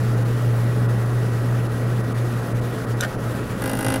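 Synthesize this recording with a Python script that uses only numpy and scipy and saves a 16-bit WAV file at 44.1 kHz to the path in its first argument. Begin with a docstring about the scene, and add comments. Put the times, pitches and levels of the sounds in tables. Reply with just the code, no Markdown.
"""Fan hiss, low rumble and a throbbing mains hum fill the room around a bench of bare floppy drives.
At three seconds, close up, a power plug snaps over its pins and scrapes home in tiny slips that ring
the drive. Then a stepper motor buzzes for a third of a second: each step rattles the head carriage
and rings the metal chassis, hardest over the last few steps."""
import sys
import numpy as np
from scipy import signal
from scipy.fft import rfft, irfft
from scipy.io import wavfile
from scipy.ndimage import uniform_filter1d

SR = 44100
rng = np.random.default_rng(int(sys.argv[2]) if len(sys.argv) > 2 else 0)


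def transcribe(u):
    """Save the signal u as a 16-bit wav file named by the first command-line argument.

    u: samples, shape (n,) or (channels, n), limited to [-1, 1]; the rate is SR.
    q: integer samples, one column per channel.
    """
    v = np.clip(np.atleast_2d(u).T, -1, 1)
    q = np.round(v * 32767).astype(np.int16)
    wavfile.write(sys.argv[1], SR, q)


N = 176400
TIME = np.arange(N) / SR

# tone of the fan hiss: f/Hz, relative level/dB
HISS_EQ = [(94, -17), (160, -5), (176, -2.5), (230, -3), (371, -7), (409, -8.5), (433, -7.5), (458, -11.5),
           (485, -6.5), (879, -19), (1310, -15), (1890, -21.5), (2040, -25.5), (3170, -31), (8730, -38.5),
           (10400, -36), (15500, -42.5)]
# brief dips in the hiss's treble: t/s, half length/s, depth/dB
TREBLE_DIPS = [(0.242, .008, 9), (.877, 0.013, 12), (1.683, 0.012, 7), (2.027, 0.013, 6),
               (2.137, 0.0058, 19), (2.537, .008, 11), (2.606, 0.0049, 18), (2.86, 0.0073, 12),
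               (2.954, .018, 9), (3.173, 0.015, 12)]
# tone of the room rumble: f/Hz, relative level/dB
RUMBLE_EQ = [(10, -21), (28, 1), (40, -2), (100, 0.5), (150, -0.5), (185, 2), (215, -15), (300, -54)]
# envelope of the mains hum: t/s, level/dB
HUM_ENVELOPE = [(0.0, -21), (0.11, -19.5), (0.36, -19), (0.39, -22.5), (0.48, -16.5), (0.56, -20),
                (0.67, -18), (0.75, -22), (0.8, -17.5), (1.11, -22), (1.15, -18.5), (1.43, -22.5),
                (1.53, -18.5), (1.76, -24.5), (1.86, -20.5), (1.98, -21), (2.13, -27), (2.18, -20.5),
                (2.24, -20.5), (2.34, -25), (2.37, -22), (2.48, -32.5), (2.55, -20), (2.86, -31.5),
                (2.91, -20.5), (3.09, -29.5), (3.11, -34), (3.17, -28), (3.2, -33), (3.27, -22),
                (3.38, -33), (3.42, -25), (3.49, -39), (3.51, -25), (3.53, -26), (3.58, -39), (3.61, -26),
                (3.74, -32), (3.79, -26), (3.82, -37), (3.88, -20), (3.93, -37), (3.97, -28), (4.0, -29)]
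# thin tones of the fans: f/Hz, level/dB
FAN_WHINES = [(435.4, -41.5), (834.4, -51), (973, -56.5), (1308, -54), (1836, -69), (1902, -56.5),
              (1923, -51.5), (9900, -68.5), (10000, -66), (10090, -64.5), (10250, -70), (10650, -67.5),
              (10780, -73)]
# the plug's slides along its pins: t/s, length/s, level/dB
SLIDES = [(3.0035, 0.0089, -28.5), (3.0184, .014, -29.5), (3.032, 0.0091, -24), (3.044, 0.0106, -28.5)]
# tone of the scrape: f/Hz, relative level/dB
SCRAPE_EQ = [(240, -37), (400, -7), (567, -0.5), (1040, -22), (1540, 0), (1850, -17), (2000, -22),
             (2510, -12), (2740, -19), (2960, -12), (3450, -22), (5770, -21.5), (7700, -29), (11100, -27),
             (15000, -39)]
# drive resonances under the scrape: f/Hz, width/Hz, relative level/dB
SCRAPE_MODES = [(584, 19, 1.5), (1460, 40, -13), (1583, 29, -7), (1830, 70, 4)]
# the plug's snap and its bounce: t/s, level/dB
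SNAPS = [(3.0087, -15), (3.0095, -22.5)]
# ring of the plug: f/Hz, relative level/dB, t60/s
PLUG_MODES = [(3620, -2, 0.0083), (4100, -5.5, .009), (5770, 1, 0.0069), (6150, -3, .007), (7224, 0, 0.006),
              (8900, -7, .006), (11400, -6.5, 0.0065), (14600, -11, .006)]
# knocks as the plug seats: t/s, f/Hz, level/dB, t60/s
KNOCKS = [(3.017, 549, -23, 0.14), (3.033, 1598, -26, .09)]
# strength of the motor's steps: t/s, gain/dB
STEP_FORCE = [(3.62, -1), (3.72, -1.5), (3.82, -1), (3.865, 2), (3.92, 0.5), (3.96, 0)]
# ring of the chassis: f/Hz, level/dB, t60/s, delay after the step/s
CHASSIS_MODES = [(215, -29, .08, 0.00096), (260, -22.5, 0.086, 0.00098), (322, -30, 0.074, .001),
                 (472, -31, 0.066, 0.0022), (535, -25, 0.045, 0.0014), (633, -28.5, 0.056, .002),
                 (804, -28.5, 0.071, 0.00097), (857, -29.5, 0.091, 0.0011), (1000, -34, .06, 0.00097),
                 (1215, -33, 0.046, 0.0015), (1400, -32, 0.057, 0.00098), (1478, -23.5, 0.042, 0.00108),
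                 (1620, -26, 0.055, 0.00096), (2036, -31, 0.049, 0.00099), (2700, -46, 0.042, 0.0009),
                 (2770, -38.5, 0.075, 0.00099), (3730, -41, 0.043, 0.00096)]
# noise bands of the head carriage: delay/s, f/Hz, width/Hz, relative level/dB, t60/s,
# share that is new at each step/0-1, gain in the hard steps/dB
CARRIAGE_BANDS = [(0.00021, 8820, 710, -28.5, 0.0072, .5, 1.5), (0.00098, 10560, 260, -33.5, 0.018, 0.3, 2),
                  (0.0024, 11050, 400, -32, .012, .5, 0), (.0004, 11860, 700, -34, .014, .6, -2),
                  (.0005, 14500, 900, -39, .018, .7, -4), (0.00048, 4600, 2400, -38, 0.025, .5, 1),
                  (.0022, 1600, 550, -36.5, 0.028, 0.86, 4), (.0004, 10000, 1000, -38, 0.016, 0.8, -9),
                  (.001, 2690, 1000, -40, 0.063, 0.2, 3), (.0006, 5700, 460, -43.5, .03, 0.25, 0.5),
                  (0.00066, 6900, 830, -44, 0.025, 0.6, 1)]


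def amp(db):
    """Decibels to gain."""
    return 10 ** (np.asarray(db) / 20)


def unit(x):
    """Scales to an rms of one."""
    return x / np.sqrt(np.mean(x ** 2) + 1e-20)


def equalise(x, curve):
    """Shapes a sound with an EQ curve drawn over log frequency, at unit rms."""
    hz, db = np.transpose(curve)
    bins = np.fft.rfftfreq(len(x), 1 / SR)
    gain = amp(np.interp(np.log(bins + 1), np.log(hz + 1), db))
    return unit(irfft(rfft(x) * gain, len(x)))


def band(x, hz, width):
    """Keeps a soft-edged band, at unit rms."""
    bins = np.fft.rfftfreq(len(x), 1 / SR)
    return unit(irfft(rfft(x) / (1 + (2 * (bins - hz) / width) ** 2), len(x)))


def wander(rate_hz):
    """Slow random motion up to about the given rate."""
    return band(rng.standard_normal(N), 0, 2 * rate_hz)


def ring(t, hz, db, t60, attack_s):
    """One mode that swells and dies, silent before t = 0."""
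    t = np.maximum(t, 0)
    return amp(db - 60 * t / t60) * (1 - np.exp(-t / attack_s)) * np.sin(2 * np.pi * hz * t)


def add(mix, s, sound):
    """Mixes a sound in at time s."""
    part = mix[round(s * SR):][:len(sound)]
    part += sound[:len(part)]


def fan_hiss():
    """A bed of moving air, faintly mottled; its treble flickers and briefly dips."""
    frames = dict(nperseg=512, noverlap=384)
    hz, t, spectrum = signal.stft(equalise(rng.standard_normal(N), HISS_EQ), SR, **frames)
    patches = uniform_filter1d(rng.standard_normal(spectrum.shape), size=8, axis=0)
    patches_db = 0.97 * unit(uniform_filter1d(patches, size=20, axis=1))
    flicker_db = 1.2 * unit(uniform_filter1d(rng.standard_normal(len(t)), size=8))
    dips_db = sum(db * np.exp(-((t - s) / half) ** 2) for s, half, db in TREBLE_DIPS)
    treble = 1 - 1 / (1 + (hz[:, None] / 2480) ** 4)  # fades in around 2480 Hz
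    spectrum = spectrum * amp(patches_db + treble * (flicker_db - dips_db))
    return amp(-29) * signal.istft(spectrum, **frames)[1][:N]


def room_rumble():
    """Steady low noise that puts weight under the hiss."""
    return amp(-35.5) * equalise(rng.standard_normal(N), RUMBLE_EQ + [(2000, -100)])


def tone(hz, db):
    """A sine that follows a pitch curve and an rms level curve."""
    return np.sqrt(2) * amp(db) * np.sin(2 * np.pi * np.cumsum(hz) / SR)


def mains_hum(pitch_hz=118.8, swing_hz=1.45, throbs_per_s=2.6):
    """One low tone that throbs in pitch and level and slowly fades."""
    hz = pitch_hz + swing_hz * np.cos(2 * np.pi * throbs_per_s * TIME)
    return tone(hz, np.interp(TIME, *np.transpose(HUM_ENVELOPE)))


def fan_whines(drift=0.00121, waver_db=2.0):
    """The fans' thin tones, each wavering on its own in pitch and level."""
    return sum(tone(hz * (1 + drift * wander(rate_hz=11.5)), db + waver_db * wander(rate_hz=14))
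               for hz, db in FAN_WHINES)


def plug_scrape(slips_per_s=3000):
    """The plug slides on its pins in tiny slips, a gritty friction that rings the drive."""
    t, friction = np.arange(4096) / SR, np.zeros(N)
    for s, length, db in SLIDES:
        n = round(length * SR)
        grit = rng.standard_normal(N) * (0.25 + (rng.random(N) < slips_per_s / SR))
        slide = unit(equalise(grit, SCRAPE_EQ)[:n])
        add(friction, s, amp(db) * slide * signal.windows.tukey(n, 0.3))
    body = sum(amp(db) * width / SR * np.exp(-np.pi * width * t) * np.cos(2 * np.pi * hz * t)
               for hz, width, db in SCRAPE_MODES)
    return friction + amp(21) * signal.fftconvolve(friction, body)[:N]


def plug_snap():
    """The plug snaps over the pins and bounces: two bright clicks, each slightly detuned."""
    t, out = np.arange(4096) / SR, np.zeros(N)
    for s, snap_db in SNAPS:
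        detune = 1 + 0.008 * rng.standard_normal(len(PLUG_MODES))
        click = sum((-1) ** k * ring(t, hz * detune[k], db, t60, attack_s=0.0001)
                    for k, (hz, db, t60) in enumerate(PLUG_MODES))
        add(out, s, amp(snap_db) * click)
    return out


def plug_knocks():
    """Two soft-edged knocks ring out as the plug seats."""
    return sum(ring(TIME - s, hz, db, t60, attack_s=0.0046) for s, hz, db, t60 in KNOCKS)


def chassis_ring(t):
    """One step sets the metal chassis ringing, with the lows cut below 171 Hz."""
    modes = sum(ring(t - delay, hz, db, t60, attack_s=0.0016) for hz, db, t60, delay in CHASSIS_MODES)
    return signal.sosfilt(signal.butter(2, 171, "high", fs=SR, output="sos"), modes)


def carriage_rattle(t, shared_noise, hard, attack_s=0.0006):
    """One step jolts the head carriage: noise bursts, partly the same each time and partly new."""
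    out = np.zeros(len(t))
    for shared, (delay, hz, width, db, t60, new, hard_db) in zip(shared_noise, CARRIAGE_BANDS):
        age = np.maximum(t - delay, 0)
        noise = np.sqrt(1 - new) * shared + np.sqrt(new) * rng.standard_normal(len(t))
        envelope = np.minimum(age / attack_s, 1) * amp(db + hard_db * hard - 60 * age / t60)
        burst = band(noise, hz, width) * envelope
        out += burst * np.linalg.norm(envelope) / np.linalg.norm(burst)  # the envelope sets the energy
    return amp(3) * out


def stepper(start_s=3.6198, steps=19, steps_per_s=53.22, hard_from_s=3.84, spread_db=1.6):
    """The motor's evenly timed steps, each a ring and a rattle, run together into a buzz."""
    t, out = np.arange(4096) / SR, np.zeros(N)
    chassis = chassis_ring(t)
    shared_noise = rng.standard_normal((len(CARRIAGE_BANDS), len(t)))
    for s in start_s + np.arange(steps) / steps_per_s:
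        rattle = carriage_rattle(t, shared_noise, hard=s > hard_from_s)
        force_db = np.interp(s, *np.transpose(STEP_FORCE)) + spread_db * rng.standard_normal()
        add(out, s, amp(force_db) * (chassis + rattle))
    return out


def bench_reflections(x, t60=0.096, predelay_s=0.003, wet_db=-9):
    """Adds a short, faint tail thrown back by the bench and the room."""
    t = np.arange(SR // 4) / SR
    tail = rng.standard_normal(len(t)) * amp(-60 * t / t60) * (t > predelay_s)
    return x + amp(wet_db) * signal.fftconvolve(x, tail / np.linalg.norm(tail))[:N]


def scene():
    """A mono mix: the room bed, with the plug and the drive up close."""
    bed = fan_hiss() + room_rumble() + mains_hum() + fan_whines()
    action = stepper() + plug_snap() + plug_scrape() + plug_knocks()
    return (bed + bench_reflections(action))[None]


def record(dry):
    """A steep high cut at 15830 Hz."""
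    high_cut = signal.firwin(801, 15830, window=("kaiser", 9), fs=SR)
    return signal.oaconvolve(dry, high_cut[None], "same")


dry = scene()
out = record(dry)
transcribe(out)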